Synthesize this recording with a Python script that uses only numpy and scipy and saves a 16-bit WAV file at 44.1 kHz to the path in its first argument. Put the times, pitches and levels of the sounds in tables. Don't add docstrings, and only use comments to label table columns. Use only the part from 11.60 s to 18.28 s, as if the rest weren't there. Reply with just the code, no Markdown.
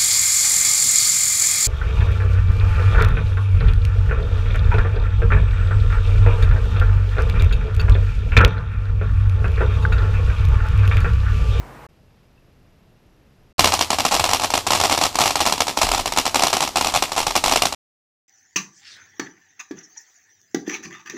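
import sys
import numpy as np
from scipy import signal
from scipy.fft import rfft, irfft
from scipy.io import wavfile
from scipy.ndimage import uniform_filter1d

SR = 44100
rng = np.random.default_rng(int(sys.argv[2]) if len(sys.argv) > 2 else 0)


def invert_db(x):
    u = np.asarray(x, float) / 20
    return 10 ** u


def generate_wav(sig):
    pcm = np.round(np.clip(np.atleast_2d(sig).T, -1, 1) * 32767).astype(np.int16)
    wavfile.write(sys.argv[1], SR, pcm)


N = 294611

# start in seconds, end in seconds.
SHOTS = [
    (0, .2682),
    (.2885, 1.9285),
    (1.9815, 6.149),
]
# frequency in Hz, density in dB per Hz.
GARAGE_SPECTRUM = [(18, -29), (30, 6), (75, -1), (133, 1), (173, -14), (225, -9), (639, -11.5), (1020, -8),
                   (1170, -14), (2180, -20), (3400, -31), (12300, -39.5), (15500, -38)]
# frequency in Hz, density in dB.
YARD_SPECTRUM = [(12, -34), (20, 1), (70, -2), (140, -4), (240, -10), (500, -15), (1000, -22.5),
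                 (2200, -27), (4000, -31.5), (6500, -37.5), (9000, -43.5), (15500, -46)]
# frequency in Hz, level in dB, decay time T60 in seconds.
INSECTS = [(4950, -83, .04), (5640, -86, .05), (2700, -78, .014)]
# frequency in Hz, density in dB.
SPRAY_SPECTRUM = [(60, -47), (110, -7.5), (300, 2), (480, -2.5), (780, 4.5), (1200, -2.5), (1550, -10),
                  (3000, -10), (5750, -6), (11500, -21.5), (15500, -21.5)]
# peak in seconds, level in dB, fading time in seconds.
GUSTS = [
    (1.991, -37, 0.096),
    (2.45, -48, .1),
    (2.72, -49, 0.17),
    (4.26, -34, .22),
    (5.25, -42.5, 0.23),
    (5.65, -37, 0.087),
    (5.88, -38.5, .15),
]
# frequency in Hz, density in dB.
TAIL_SPECTRUM = [(60, -43), (120, -12.5), (260, 1.5), (480, -5), (790, -2.2), (1250, -3), (1520, -13.5),
                 (2800, -8.5), (4200, -8.5), (5700, -13.5), (7000, -12.5), (11500, -22.5), (14500, -25),
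                 (16000, -32.5)]
# frequency in Hz, decay time T60 in seconds.
TAIL_T60 = [(150, 0.099), (800, 0.11), (3000, 0.15), (8000, 0.2), (14000, 0.25)]
# frequency in Hz, signed strength, decay time T60 in ms.
CASE_MODES = [
    (725, -.78, 11),
    (1225, 1.04, 2.4),
    (2500, .19, 8),
    (4190, .25, 5.5),
    (5470, .31, 3),
    (7350, .51, 2),
]
# frequency in Hz, level in dB, decay time T60 in ms.
FLANK_MODES = [(2232, -8.5, 6), (2783, -8, 10.5), (3447, -4.5, 4.27), (4146, -5.5, 5.75),
               (5000, -3.5, 3.45), (5770, -6.5, 8.7), (7400, -1.5, 0.57), (11400, -8.5, 1.85)]
# crack in seconds, peak in dB.
BURSTS = [(1.9932, 6.5), (2.0388, -13.5), (2.0433, 3.5), (2.0546, -10), (2.073, -1.5), (2.089, -9),
          (2.1208, -7), (2.1308, -9.5), (2.1383, -0.5), (2.1913, -7), (2.2101, 0.3),
          (2.3041, -1.5), (2.3301, -4.5), (2.3856, -4), (2.4038, -6), (2.451, 1), (2.5112, -9.5),
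            (2.5158, -10), (2.5215, -4.5), (2.5252, -6.5), (2.5415, -4.5), (2.5498, -2.5), (2.5716, -10.5),
            (2.5963, -0.5), (2.64, -2), (2.661, -6.5), (2.6908, -5.5), (2.7115, -7.5), (2.7332, 1.5),
            (2.7593, -13), (2.7972, -9.5), (2.818, -9), (2.8356, -5.5), (2.8438, -5.5), (2.9035, -7),
            (2.9382, 0), (2.9536, -8.5), (2.976, -5.5),
          (3.067, -6.5), (3.0713, -5.5), (3.1056, 0.5), (3.1192, -5.5), (3.1325, -2), (3.1498, -4),
            (3.1579, -6.5), (3.1737, -10.5), (3.2002, -4), (3.2123, -4), (3.2368, -2), (3.2463, -6.5),
            (3.2551, -5), (3.2773, -15), (3.2968, -3.5), (3.3128, -9), (3.319, -4.5), (3.3242, -4.5),
            (3.347, -8), (3.3764, -3), (3.4131, -1.5), (3.4225, -9), (3.4364, -2.5), (3.4538, -4),
          (3.5264, -25.5), (3.5444, -20), (3.5551, -5), (3.5876, -0.5), (3.5981, -12), (3.6062, -1),
            (3.6143, -3), (3.6229, -8.5), (3.6368, -5.5), (3.6572, -3), (3.6649, -7.5), (3.6765, -7),
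            (3.6956, -13.5), (3.7066, -5.0), (3.7558, -2), (3.7913, -16), (3.8044, -2), (3.8115, -6),
            (3.8542, -8.5), (3.8629, -2), (3.871, -3), (3.8965, -8.5), (3.9236, -2), (3.979, -12.5),
            (4.0049, -0.2), (4.069, -11.5), (4.0809, -6), (4.0985, -11.5),
          (4.1697, -19), (4.1734, -2), (4.2154, -0.5), (4.2202, -4.5), (4.2304, -1.5), (4.2479, -13),
            (4.2682, -8.5), (4.289, -6.5), (4.316, -3), (4.3363, -6), (4.3468, -4), (4.3788, -7.5),
            (4.3964, -8), (4.4578, -7.5), (4.4759, -10), (4.5223, -8), (4.5623, -11), (4.5737, -0.5),
            (4.5841, -2.0), (4.6543, -8), (4.664, -3.5), (4.7104, -26),
          (4.7447, -2.5), (4.757, -0.5), (4.7941, -5), (4.822, -2.5), (4.835, -1), (4.8425, -8.5),
            (4.8687, -2.5), (4.9031, -13), (4.9296, -2), (4.9371, -5), (4.9677, -4.5), (5.0057, -4),
            (5.0189, -9.5), (5.0254, -5), (5.0371, -8), (5.0755, -10.5),
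          (5.1582, -2.5), (5.1699, -1.5), (5.2107, -2.5), (5.246, -4), (5.2696, -5.5), (5.287, -11.5),
            (5.2976, -15.5), (5.3225, -15.5), (5.339, -6), (5.3486, -4), (5.3595, -0.5), (5.4236, -2),
            (5.437, -13), (5.4805, -22), (5.4928, -21),
          (5.5191, -7.5), (5.5635, -10.5), (5.571, -9.5), (5.5788, -3), (5.5893, -7.5), (5.6025, -6),
            (5.6287, -11.5), (5.6676, -3), (5.7072, -8.5), (5.754, -3), (5.7621, -1), (5.8394, -2),
            (5.8489, -9), (5.8599, -2.5), (5.88, -4.5), (5.895, -7), (5.913, -6), (5.9219, 0), (5.959, 1),
            (6.0206, -0.5), (6.0543, -1.5), (6.1247, -10)]
STAR_DRAWS = rng.random((200, 5))

TIME_S = np.arange(N) / SR


def rms_one(x):
    return x / np.sqrt(np.mean(x ** 2) + 1e-20)


def at_hz(points, hz):
    table_hz, value = np.array(points).T[:2]
    return np.interp(np.log(hz), np.log(table_hz), value)


def clicks(s, size):
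    return np.bincount(np.round(s * SR).astype(int), size, N)[:N] + 1e-18


def ring(x, hz, t60):
    radius = invert_db(-60 / (t60 * SR))
    angle = 2 * np.pi * hz / SR
    return signal.lfilter([0, np.sin(angle)], [1, -2 * radius * np.cos(angle), radius ** 2], x)


def passed(x, hz, kind):
    return signal.sosfilt(signal.butter(2, hz, kind, fs=SR, output="sos"), x)


def coloured(spectrum):
    hz = np.maximum(np.arange(N // 2 + 1) * SR / N, 1)
    white = rng.standard_normal(N)
    return rms_one(irfft(rfft(white) * invert_db(at_hz(spectrum, hz)), N))


def swell(power, rise_s, t60):
    up = np.exp(-1 / (rise_s * SR))
    down = invert_db(-120 / (t60 * SR))
    return np.sqrt(np.abs(signal.lfilter([1 - up], np.convolve([1, -up], [1, -down]), power)))


def garage():
    hum = invert_db(-41.5) * rms_one(passed(coloured(GARAGE_SPECTRUM), 105, "high"))
    thud_db = -30.5 - 20 * np.tanh((TIME_S / 0.064) ** 2)
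    thud = invert_db(thud_db) * np.cos(2 * np.pi * 47 * (TIME_S - .002))
    return hum + thud


def camera_noise():
    hiss = invert_db(-84) * rms_one(passed(rng.standard_normal(N), [10000, 16000], "band"))
    whine_start_s, frame_hz, whine_hz = .3255, 29.97, 11290
    frame_phase = (TIME_S - whine_start_s) * frame_hz % 1
    gate = uniform_filter1d(1.0 * (frame_phase < .4), size=90)
    return hiss + invert_db(-76.5) * gate * np.sin(2 * np.pi * whine_hz * TIME_S)


def yard():
    air = invert_db(-54) * coloured(YARD_SPECTRUM)
    insects = sum(invert_db(db) * rms_one(ring(rng.standard_normal(N), hz, t60)) for hz, db, t60 in INSECTS)
    tick = invert_db(-55) * ring(clicks(np.array([.778]), [1]), hz=2650, t60=.06)
    return air + insects + tick + camera_noise()


def wind():
    level = invert_db(-50.5)
    for peak_s, db, fade_s in GUSTS:
        width_s = np.where(TIME_S < peak_s, .04, fade_s)
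        level = level + invert_db(db) * np.exp(-((TIME_S - peak_s) / width_s) ** 2)
    return level * rms_one(passed(rng.standard_normal(N), [18, 55], "band"))


def spray():
    return invert_db(-39) * coloured(SPRAY_SPECTRUM)


def star_bursts():
    volleys = BURSTS
    s, peak_db = np.transpose(volleys)
    chance, wait, loss = STAR_DRAWS[:len(s), :3].T
    split = chance < .1
    later_s = s + np.interp(wait, [0, 1], (0.0046, .03))
    weaker_db = peak_db + np.interp(loss, [0, 1], (-25.5, -13.5))
    s = np.append(s, later_s[split])
    peak_db = np.append(peak_db, weaker_db[split])

    high, side = STAR_DRAWS[:len(s), 3:].T
    low_m, high_m, camera_m, distance_m = 1.6, 3.9, 1.5, 8.0
    height_m = low_m + (high_m - low_m) * high
    detour_m = np.hypot(distance_m, height_m + camera_m) - np.hypot(distance_m, height_m - camera_m)
    ground_ms = detour_m / .343
    ground_db = -1.5 + 0.31 * height_m
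    wall_ms = np.interp(side, [0, 1], (12.8, 14.7))
    return s - 3 / SR, invert_db(peak_db), ground_ms, ground_db, wall_ms


def roar():
    s, size = star_bursts()[:2]
    power = clicks(np.append(s, 1.95), np.append(size ** 2, invert_db(3.0)))
    level = invert_db(-34.5 - 2.3 * (TIME_S - 2)) * swell(power, rise_s=0.0056, t60=.4)
    return level * rms_one(passed(rng.standard_normal(N), [72, 98], "band"))


def tail():
    s, size = star_bursts()[:2]
    power = clicks(np.append(s + 0.0004, 1.965), np.append(size ** 2, invert_db(-13.0)))
    rest, out = coloured(TAIL_SPECTRUM), 0
    for hz in 12800 / 2.0 ** np.arange(8):
        below = passed(rest, hz, "low")
        t60 = np.clip(at_hz(TAIL_T60, 1.56 * hz), .03, 1)
        out = out + (rest - below) * swell(power, 0.001, t60)
        rest = below
    return invert_db(-19.5) * out


def case(x, boom_db, edge_db):
    (boom_hz, boom_size, boom_ms), *edge_modes = CASE_MODES
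    boom = boom_size * ring(x, boom_hz, boom_ms / 1000)
    edge = sum(size * ring(x, hz, ms / 1000) for hz, size, ms in edge_modes)
    out = invert_db(boom_db) * boom + invert_db(edge_db) * edge
    out = out - .5 * signal.lfilter(*signal.iirpeak(1520, 6, SR), out)
    return passed(out, 9500, "low")


def flank(x):
    out = 0
    for k, (hz, db, ms) in enumerate(FLANK_MODES):
        out = out + (-1) ** k * invert_db(db) * ring(x, hz, ms / 1000)
    return out


def scatter(s, size, count, first_ms, spread_ms):
    lag_ms = first_ms + spread_ms * rng.random((len(s), count))
    strength = size[:, None] * rng.standard_normal((len(s), count))
    return clicks((s[:, None] + lag_ms / 1000).ravel(), strength.ravel())


def bursts():
    s, size, ground_ms, ground_db, wall_ms = star_bursts()
    at_wall = s + wall_ms / 1000
    direct = clicks(s, size)
    ground = clicks(s + ground_ms / 1000, size * invert_db(ground_db))
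    wall = clicks(at_wall, size * invert_db(rng.normal(0, 2, len(s))))
    hand = scatter(s, size, count=5, first_ms=1.3, spread_ms=.9)
    body = scatter(s, size, count=8, first_ms=2.2, spread_ms=3.2)
    eaves = scatter(at_wall, size, count=8, first_ms=-1.6, spread_ms=4)
    shrubs = scatter(at_wall, size, count=16, first_ms=3, spread_ms=22)

    fronts = case(direct, boom_db=0, edge_db=0) + case(ground, boom_db=-5, edge_db=0)
    grazing = invert_db(-10.5) * (hand + body / 2)
    grazing = grazing + invert_db(-18.5) * wall + invert_db(-17.0) * eaves + invert_db(-23.5) * shrubs
    glint = invert_db(-13) * ring(hand, 6500, .002)
    snap = invert_db(-13) * (direct + hand) + invert_db(-17) * (body + eaves) + invert_db(-7) * wall
    dull = case(wall, boom_db=-17.5, edge_db=-14)
    dull = dull + case(eaves, boom_db=-16.5, edge_db=-36.5)
    dull = dull + case(shrubs, boom_db=-33.5, edge_db=-26.0)
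    return fronts + flank(grazing) + glint + passed(snap, [9500, 14000], "band") + dull


def scene():
    fountain = wind() + spray() + roar() + tail() + bursts()
    out = np.zeros(N)
    for (on_s, off_s), sound in zip(SHOTS, (garage(), yard(), fountain)):
        out = out + sound * (TIME_S >= on_s) * np.clip((off_s - TIME_S) / .003, 0, 1)
    return out[None]


def band_limit(x):
    return signal.sosfilt(signal.butter(12, 16480, fs=SR, output="sos"), x)


def record(dry):
    rounded = 0.89 * np.tanh(dry / .9) + 0.02515 * dry
    steep = signal.cheby2(12, 48, 15850, fs=SR, output="sos")
    return band_limit(signal.sosfilt(steep, rounded))


dry = scene()
out = record(dry)
generate_wav(out)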